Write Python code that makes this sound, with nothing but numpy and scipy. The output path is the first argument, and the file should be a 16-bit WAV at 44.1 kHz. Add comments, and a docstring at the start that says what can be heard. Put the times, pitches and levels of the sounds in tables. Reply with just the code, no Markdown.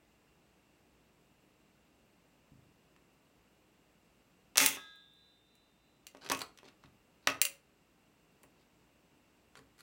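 """A plastic spring mouse trap on a wooden desk, close to the microphone in a small room.
Tripped with a stick, the steel bar slams shut, the trap jumps and rattles, and the spring rings on
for over a second. Lifted by the stick, the trap scrapes, tips over and clatters back down; a hand
then reaches for it. Each knock rings shell and desk, over quiet room air and microphone hiss."""
import sys
import numpy as np
from scipy import signal
from scipy.fft import rfft, irfft
from scipy.io import wavfile
from scipy.ndimage import uniform_filter1d

SR = 44100
rng = np.random.default_rng(int(sys.argv[2]) if len(sys.argv) > 2 else 0)


def persist_wave(psi):
    """Save psi, clipped to +-1, as 16-bit WAV."""
    counts = np.round(np.clip(psi, -1, 1) * 32767).astype(np.int16)
    wavfile.write(sys.argv[1], SR, np.atleast_2d(counts).T)


N = 433062


def amp(db):
    """Decibels to gain."""
    return 10 ** (np.asarray(db) / 20)


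def unit_rms(x):
    """Scales to rms 1."""
    return x / np.sqrt(np.mean(x ** 2) + 1e-20)


def unit_energy(x):
    """Scales to energy 1."""
    return x / np.linalg.norm(x)


def curve_at(points, hz):
    """Reads a table on a log-frequency axis."""
    point_hz, value = np.transpose(points)
    return np.interp(np.log(hz + 1), np.log(point_hz + 1), value)


def add(mix, start_s, sound):
    """Adds a sound to the mix at start_s."""
    part = mix[round(start_s * SR):][:len(sound)]
    part += sound[:len(part)]


def coloured(x, spectrum, shading=((1, 0),), size=4096):
    """Minimum-phase filter: a spectrum at unit power times a shading, both as pitch_hz, gain_db."""
    hz = np.fft.rfftfreq(size, 1 / SR)
    gain = unit_rms(amp(curve_at(spectrum, hz))) * amp(curve_at(shading, hz))
    log_gain = np.log(np.maximum(np.r_[gain, gain[-2:0:-1]], 1e-5))
    taps = np.fft.ifft(np.exp(np.conj(signal.hilbert(log_gain)))).real
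    return signal.fftconvolve(x, taps[:size // 2])


# Room air and hiss at the microphone: pitch_hz, density_db
AIR_SPECTRUM = [(15, -52), (25, -18), (48, -3.5), (87, -7), (166, -1), (270, -3), (301, -5), (335, -4.5),
                (1740, -16.5), (2760, -15.5), (3080, -20), (7710, -26.5), (8590, -28.5), (14000, -31.5),
                (16000, -28)]
# Narrow humps in the hiss: pitch_hz, width_hz, boost_db
HISS_HUMPS = [(2780, 170, 4), (7500, 250, 5), (8030, 110, 7), (13790, 70, 10)]
# Faint hum and electrical whine: pitch_hz, level_db
HUM_TONES = [(59.5, -84), (304, -83), (2756, -93), (8037, -98), (13787, -97)]

def room_tone(air_db=-69):
    """The still room: steady air, microphone hiss with a thin whine, and a low hum."""
    hz, t = np.fft.rfftfreq(N, 1 / SR), np.arange(N) / SR
    humps_db = sum(db * np.exp(-((hz - centre) / width) ** 2) for centre, width, db in HISS_HUMPS)
    air_gain = amp(curve_at(AIR_SPECTRUM, hz) + humps_db)
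    air = unit_rms(irfft(rfft(rng.standard_normal(N)) * air_gain, N))
    hum = sum(amp(db) * np.sqrt(2) * np.sin(2 * np.pi * (f * t + rng.random())) for f, db in HUM_TONES)
    return amp(air_db) * air + hum


# The weight of trap or hand landing on the desk: start_s, level_db, rebound_loss_db
DESK_BUMPS = [(2.519, -52.5, 4), (4.627, -48.5, 4.5), (6.318, -43.5, 16), (6.847, -53, 19.5),
              (7.275, -46.5, 7.5), (9.587, -60, 13.5)]
# The desk's low thump: pitch_hz, density_db
THUMP_SPECTRUM = [(25, -24.5), (55, -8), (110, 1), (170, -5), (250, -2.5), (380, -19), (1000, -42.5),
                  (4000, -67)]

def desk_bumps(strength_db=22, rock_s=0.0375, landings=5):
    """Soft pushes reach only the low notes of the desk, and repeat more weakly as the weight rocks."""
    out = np.zeros(N)
    thump = coloured(np.ones(1), THUMP_SPECTRUM)
    for start_s, level_db, loss_db in DESK_BUMPS:
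        for k in range(landings):
            add(out, start_s + k * rock_s, amp(level_db + strength_db - k * loss_db) * thump)
    return out


def impact(modes, modes_db, crack_t60_s=0.015, shell_db=-17, shell_t60_s=0.094, rise_s=0.00014):
    """One blow: a crack, the dense short ring of the plastic shell, and the given modes."""
    t = np.arange(12000) / SR
    burst = rng.standard_normal(len(t)) * amp(-60 * t / crack_t60_s)
    flat_burst = irfft(np.exp(1j * np.angle(rfft(burst))))  # a hard contact holds all pitches alike
    crack = flat_burst * amp(-20 * t / crack_t60_s)
    crack *= 1 - np.exp(-t / rise_s)  # the plastic gives a little
    shell = rng.standard_normal(len(t)) * amp(-60 * t / shell_t60_s)
    shell_gain = amp(shell_db) * np.sqrt(shell_t60_s / crack_t60_s)
    ring = np.zeros(len(t))
    for pitch_hz, level_db, t60_s in modes:
        tone = np.sin(2 * np.pi * (pitch_hz * t + rng.random()))
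        ring += amp(level_db) * unit_energy(tone * amp(-60 * t / t60_s))
    return unit_energy(crack) + shell_gain * unit_energy(shell) + amp(modes_db) * ring


def hardness_shading(hardness_hz, octaves=5, bass_db_per_octave=2.5, treble_db_per_octave=8):
    """A contact peaks at hardness_hz: a soft one loses treble, a hard, light one moves little bass."""
    return [(hardness_hz / 2 ** octaves, -octaves * bass_db_per_octave),
            (hardness_hz, 0),
            (hardness_hz * 2 ** octaves, -octaves * treble_db_per_octave)]


# Knocks of plastic, stick and desk, close to the microphone: start_s, level_db, hardness_hz
KNOCKS = [(2.963, -55, 1500), (4.557, -31.5, 2830), (4.5609, -29.5, 900), (4.5723, -20, 7900),
          (4.58, -12, 7500), (4.588, -24, 8000), (4.602, -16, 3000), (4.771, -32, 1102),
          (6.1482, -34.5, 551), (6.17, -55, 4000), (6.246, -51, 4960), (6.262, -39.5, 2030),
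          (6.289, -41, 4000), (6.2988, -26.5, 4600), (6.301, -17, 550), (6.3154, -17, 1120),
          (6.3189, -25.5, 8250), (6.348, -33, 4727), (6.575, -52.5, 5000), (6.587, -48.5, 2987),
          (6.631, -37.5, 450), (6.66, -41.5, 450), (6.686, -52, 3014), (6.838, -48, 1300),
          (7.272, -18, 3160), (7.2732, -14, 1850), (7.3002, -31.5, 3600), (8.437, -43.5, 650),
          (9.5538, -44.5, 1700)]
# Plastic on wood: pitch_hz, density_db
KNOCK_SPECTRUM = [(30, -46), (60, -23), (170, -14), (280, -11.5), (700, -11), (950, -6.5), (1300, -7.5),
                  (2650, -7), (3300, -6), (4900, -10), (5900, -3), (6800, -9.5), (9000, -9), (16000, -11.5)]
# Resonances of shell and desk: pitch_hz, level_db, t60_s
SHELL_DESK_MODES = [(125, -25, .25), (160, -26, .25), (267, -18, .26), (407, -19, .22), (560, -19.5, .17),
                    (880, -22, .13), (1110, -25, .13), (1254, -20, .16), (1443, -20, .13), (1920, -19, .1),
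                    (2202, -18, .13), (2560, -17, .14), (2662, -15, .13), (2858, -18, .12),
                    (3262, -20, .13)]

def knocks(strength_db=23):
    """Every knock rings the same shell and desk; the harder the contact, the brighter."""
    out = np.zeros(N)
    for start_s, level_db, hardness_hz in KNOCKS:
        strike = impact(SHELL_DESK_MODES, modes_db=-5)
        knock = coloured(strike, KNOCK_SPECTRUM, hardness_shading(hardness_hz))
        add(out, start_s, amp(level_db + strength_db) * knock)
    return out


# The trap jumping or coming down on the desk: start_s, loudest_s, end_s, level_db, hardness_hz
TRAP_RATTLES = [(4.574, 4.618, 4.766, -17, 7000), (6.215, 6.243, 6.28, -40.5, 400),
                (6.318, 6.322, 6.37, -30, 1400), (7.275, 7.289, 7.335, -32.5, 1300),
                (9.553, 9.58, 9.64, -49.5, 600)]
# The pitches its loose parts favour: pitch_hz, density_db
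RATTLE_SPECTRUM = [(300, 6.5), (1000, 1.5), (2000, 3.5), (2650, 5), (3800, -3.5), (6000, -3.5), (14000, 2)]

def trap_rattles(build_db=13, fade_db=23.5):
    """The sprung bar and the loose bait door chatter against the shell, building up and dying away."""
    out = np.zeros(N)
    for start_s, loudest_s, end_s, level_db, hardness_hz in TRAP_RATTLES:
        t = np.arange(start_s, end_s, 1 / SR)
        effort_db = level_db + np.interp(t, [start_s, loudest_s, end_s], [-build_db, 0, -fade_db])
        chatter = amp(effort_db) * tiny_impacts(len(t), per_s=3300, spread_db=2)
        body = signal.fftconvolve(chatter, unit_energy(impact(SHELL_DESK_MODES, modes_db=-4)))
        rattle = coloured(body, RATTLE_SPECTRUM)
        add(out, start_s, coloured(rattle, KNOCK_SPECTRUM, hardness_shading(hardness_hz)))
    return out


def tiny_impacts(samples, per_s, spread_db):
    """A random train of tiny impacts of uneven size, rms 1."""
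    sizes = amp(spread_db * np.minimum(rng.exponential(1, samples), 3))
    signs = rng.choice([-1, 1], samples)
    return unit_rms(sizes * signs * (rng.random(samples) < per_s / SR))


# Steel spring and bar swinging free: start_s, pitch_hz, level_db, t60_s, beat_hz
FREE_STEEL_MODES = [(4.60, 2035, -42, .66, 0), (4.60, 2568, -46, .65, 0), (4.60, 3219, -53, 1.1, 0),
                    (4.60, 3413, -57, .9, 0), (4.60, 3505, -43, 1.3, 0), (4.60, 3585, -54, 1.9, 0),
                    (4.60, 3639, -52, 2.55, 0), (4.60, 3713, -54, 1.0, 0), (4.60, 3844, -52, 1.4, 0),
                    (4.60, 3973, -53, 3.2, 3.04), (4.771, 880, -57, .3, 0), (4.771, 1281, -51, .62, 0),
                    (4.771, 1637, -49.5, 1.0, 0), (4.771, 1706, -56, .45, 0), (4.824, 1634.5, -58, .9, 0)]
# The coil's many close high modes, blurred into a shimmer: pitch_hz, density_db
COIL_SPECTRUM = [(1500, -41), (2500, 0.5), (4100, -7.5), (4900, -4.5), (5900, -4.5), (7500, -11),
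                 (12000, -22.5)]

def spring_ring(coil_start_s=4.62, coil_db=-40.5, coil_t60_s=0.55):
    """The steel rings on, outlasting the shimmer of the coil; one split mode beats slowly."""
    out, t = np.zeros(N), np.arange(3 * SR) / SR
    for start_s, pitch_hz, level_db, t60_s, beat_hz in FREE_STEEL_MODES:
        tone = np.sin(2 * np.pi * pitch_hz * t) * np.cos(np.pi * beat_hz * t)
        add(out, start_s, amp(level_db - 60 * t / t60_s) * tone)
    shimmer = rng.standard_normal(len(t)) * amp(coil_db - 60 * t / coil_t60_s)
    add(out, coil_start_s, coloured(shimmer, COIL_SPECTRUM))
    return out


# The steel bar striking the trap, close up: start_s, level_db, treble_db
BAR_CLINKS = [(4.6614, -14.5, 0.5), (4.6629, -22, -7), (4.6873, -40.5, 12.5), (4.958, -73, 7.5),
              (5.136, -80, 10), (5.5533, -64, -1), (6.068, -40.5, -7.5), (6.372, -44, -5),
              (6.3913, -39.5, -6), (7.416, -16.5, -1.5), (7.4517, -25, 0.5), (7.466, -36.5, -2),
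              (8.4322, -59.5, 2)]
# Steel on plastic: pitch_hz, density_db
CLINK_SPECTRUM = [(40, -53.5), (150, -34.5), (550, -24), (850, -22.5), (1700, -11), (2850, -0.5),
                  (3500, -11), (4500, -6.5), (4950, -13.5), (5800, -5.5), (7500, -4.5), (11000, -6),
                  (12200, -12.5), (15500, -5)]
# Resonances of the bar lying against the shell: pitch_hz, level_db, t60_s
BAR_MODES = [(556, -9, .22), (2085, -19, .13), (2710, -21, .1), (2825, -20, .1), (4705, -17, .12),
             (5825, -20, .1), (7440, -13.5, .11), (8590, -16, .07), (9480, -14, .07), (11020, -14, .04),
             (13820, -17, .06), (15420, -12, .03)]

def bar_clinks(strength_db=23):
    """The bar strikes the shell with a bright, short metallic ring."""
    out = np.zeros(N)
    for start_s, level_db, treble_db in BAR_CLINKS:
        strike = impact(BAR_MODES, modes_db=-1.5, crack_t60_s=0.014, shell_db=-16)
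        clink = coloured(strike, CLINK_SPECTRUM, shading=[(6000, 0.00088), (9000, treble_db)])
        add(out, start_s, amp(level_db + strength_db) * clink)
    return out


# Stick, trap and fingers sliding at the desk: start_s, end_s, end_level_db, treble_db
SLIDES = [(6.21, 6.28, -48, -11), (6.3, 6.313, -45, -22), (6.402, 6.425, -40, -2),
          (6.64, 6.691, -56.5, -13.5), (6.827, 6.86, -66, -14), (7.226, 7.276, -65.5, -21),
          (8.529, 8.63, -71.5, -11), (8.761, 8.841, -79, -4.5), (9.553, 9.593, -59.5, -0.5),
          (9.78, 9.816, -60.5, 3)]
# Wood rasping on plastic: pitch_hz, density_db
SCRAPE_SPECTRUM = [(40, -29), (150, -2.5), (500, -5), (1400, 0.5), (2800, -4), (3700, -2), (4500, 0),
                   (5500, -9.5), (8500, -7.5), (16000, -21)]

def scrapes(swell_db_per_s=168.5, catch_db=8):
    """Small slips catch in clumps and ring the shell; the pressure builds until the slide lets go."""
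    out = np.zeros(N)
    for start_s, end_s, end_level_db, treble_db in SLIDES:
        samples = max(round((end_s - start_s) * SR), 256)
        remaining_s = np.arange(samples)[::-1] / SR
        pressure = amp(end_level_db - swell_db_per_s * remaining_s)
        roughness = unit_rms(uniform_filter1d(rng.standard_normal(samples), size=160))
        catches = unit_rms(amp(catch_db * np.tanh(roughness)))
        slips = pressure * catches * tiny_impacts(samples, per_s=2900, spread_db=3.5)
        slip_ring = unit_energy(impact(SHELL_DESK_MODES, modes_db=-16, crack_t60_s=0.0086))
        rasp = signal.fftconvolve(slips, slip_ring)
        add(out, start_s, coloured(rasp, SCRAPE_SPECTRUM, shading=[(5500, 0.00537), (9000, treble_db)]))
    return out


# Decay of the small room: pitch_hz, t60_s
ROOM_DECAY = [(100, .42), (300, 0.36), (800, 0.31), (2000, 0.28), (5000, 0.24), (9000, 0.22), (15000, .2)]
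# Strength of its reflections at the microphone: pitch_hz, level_db
REFLECTION_LEVELS = [(100, 0.5), (500, -1.5), (1500, -7), (4000, -11), (12000, -10.5)]

def room_reflections(direct, delay_s=0.005, echoes_per_s=5000, size=32768):
    """Nearby walls return a dense run of echoes, each band dying at its own speed."""
    echoes = rng.standard_normal(size) * (rng.random(size) < echoes_per_s / SR)
    hz, t, bands = signal.stft(unit_rms(echoes), SR, nperseg=256)
    t60_s = curve_at(ROOM_DECAY, hz)[:, None]
    bands *= amp(curve_at(REFLECTION_LEVELS, hz)[:, None] - 60 * t / t60_s)
    bands *= np.sqrt(2 * np.log(1000) / (t60_s * SR))  # a longer decay adds no energy
    tail = signal.istft(bands, SR, nperseg=256)[1]
    return signal.fftconvolve(direct, np.r_[np.zeros(round(delay_s * SR)), tail])[:N]


def scene():
    """One microphone close to the trap on the desk, with the small room behind it."""
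    direct = knocks() + bar_clinks() + trap_rattles() + scrapes() + desk_bumps()
    return (direct + room_reflections(direct) + spring_ring() + room_tone())[None]


def record(dry, threshold_db=-33, duck_db_per_db=0.38, recovery_db_per_s=5, attack_s=0.089):
    """The recorder's slow gain control ducks after the loud hits; a low-pass trims the top treble."""
    pole = np.exp(-1 / (attack_s * SR))
    power_db = 10 * np.log10(signal.lfilter([1 - pole], [1, -pole], dry[0] ** 2) + 1e-12)
    fall_db = np.arange(N) * recovery_db_per_s / SR
    held_db = np.maximum.accumulate(power_db + fall_db) - fall_db  # each peak is held and sinks slowly
    over_db = np.maximum(held_db - threshold_db, 0)
    low_pass = signal.firwin(301, cutoff=16100, window=("kaiser", 9), fs=SR)
    return signal.oaconvolve(dry * amp(-duck_db_per_db * over_db), low_pass[None], "same")


dry = scene()
out = record(dry)
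persist_wave(out)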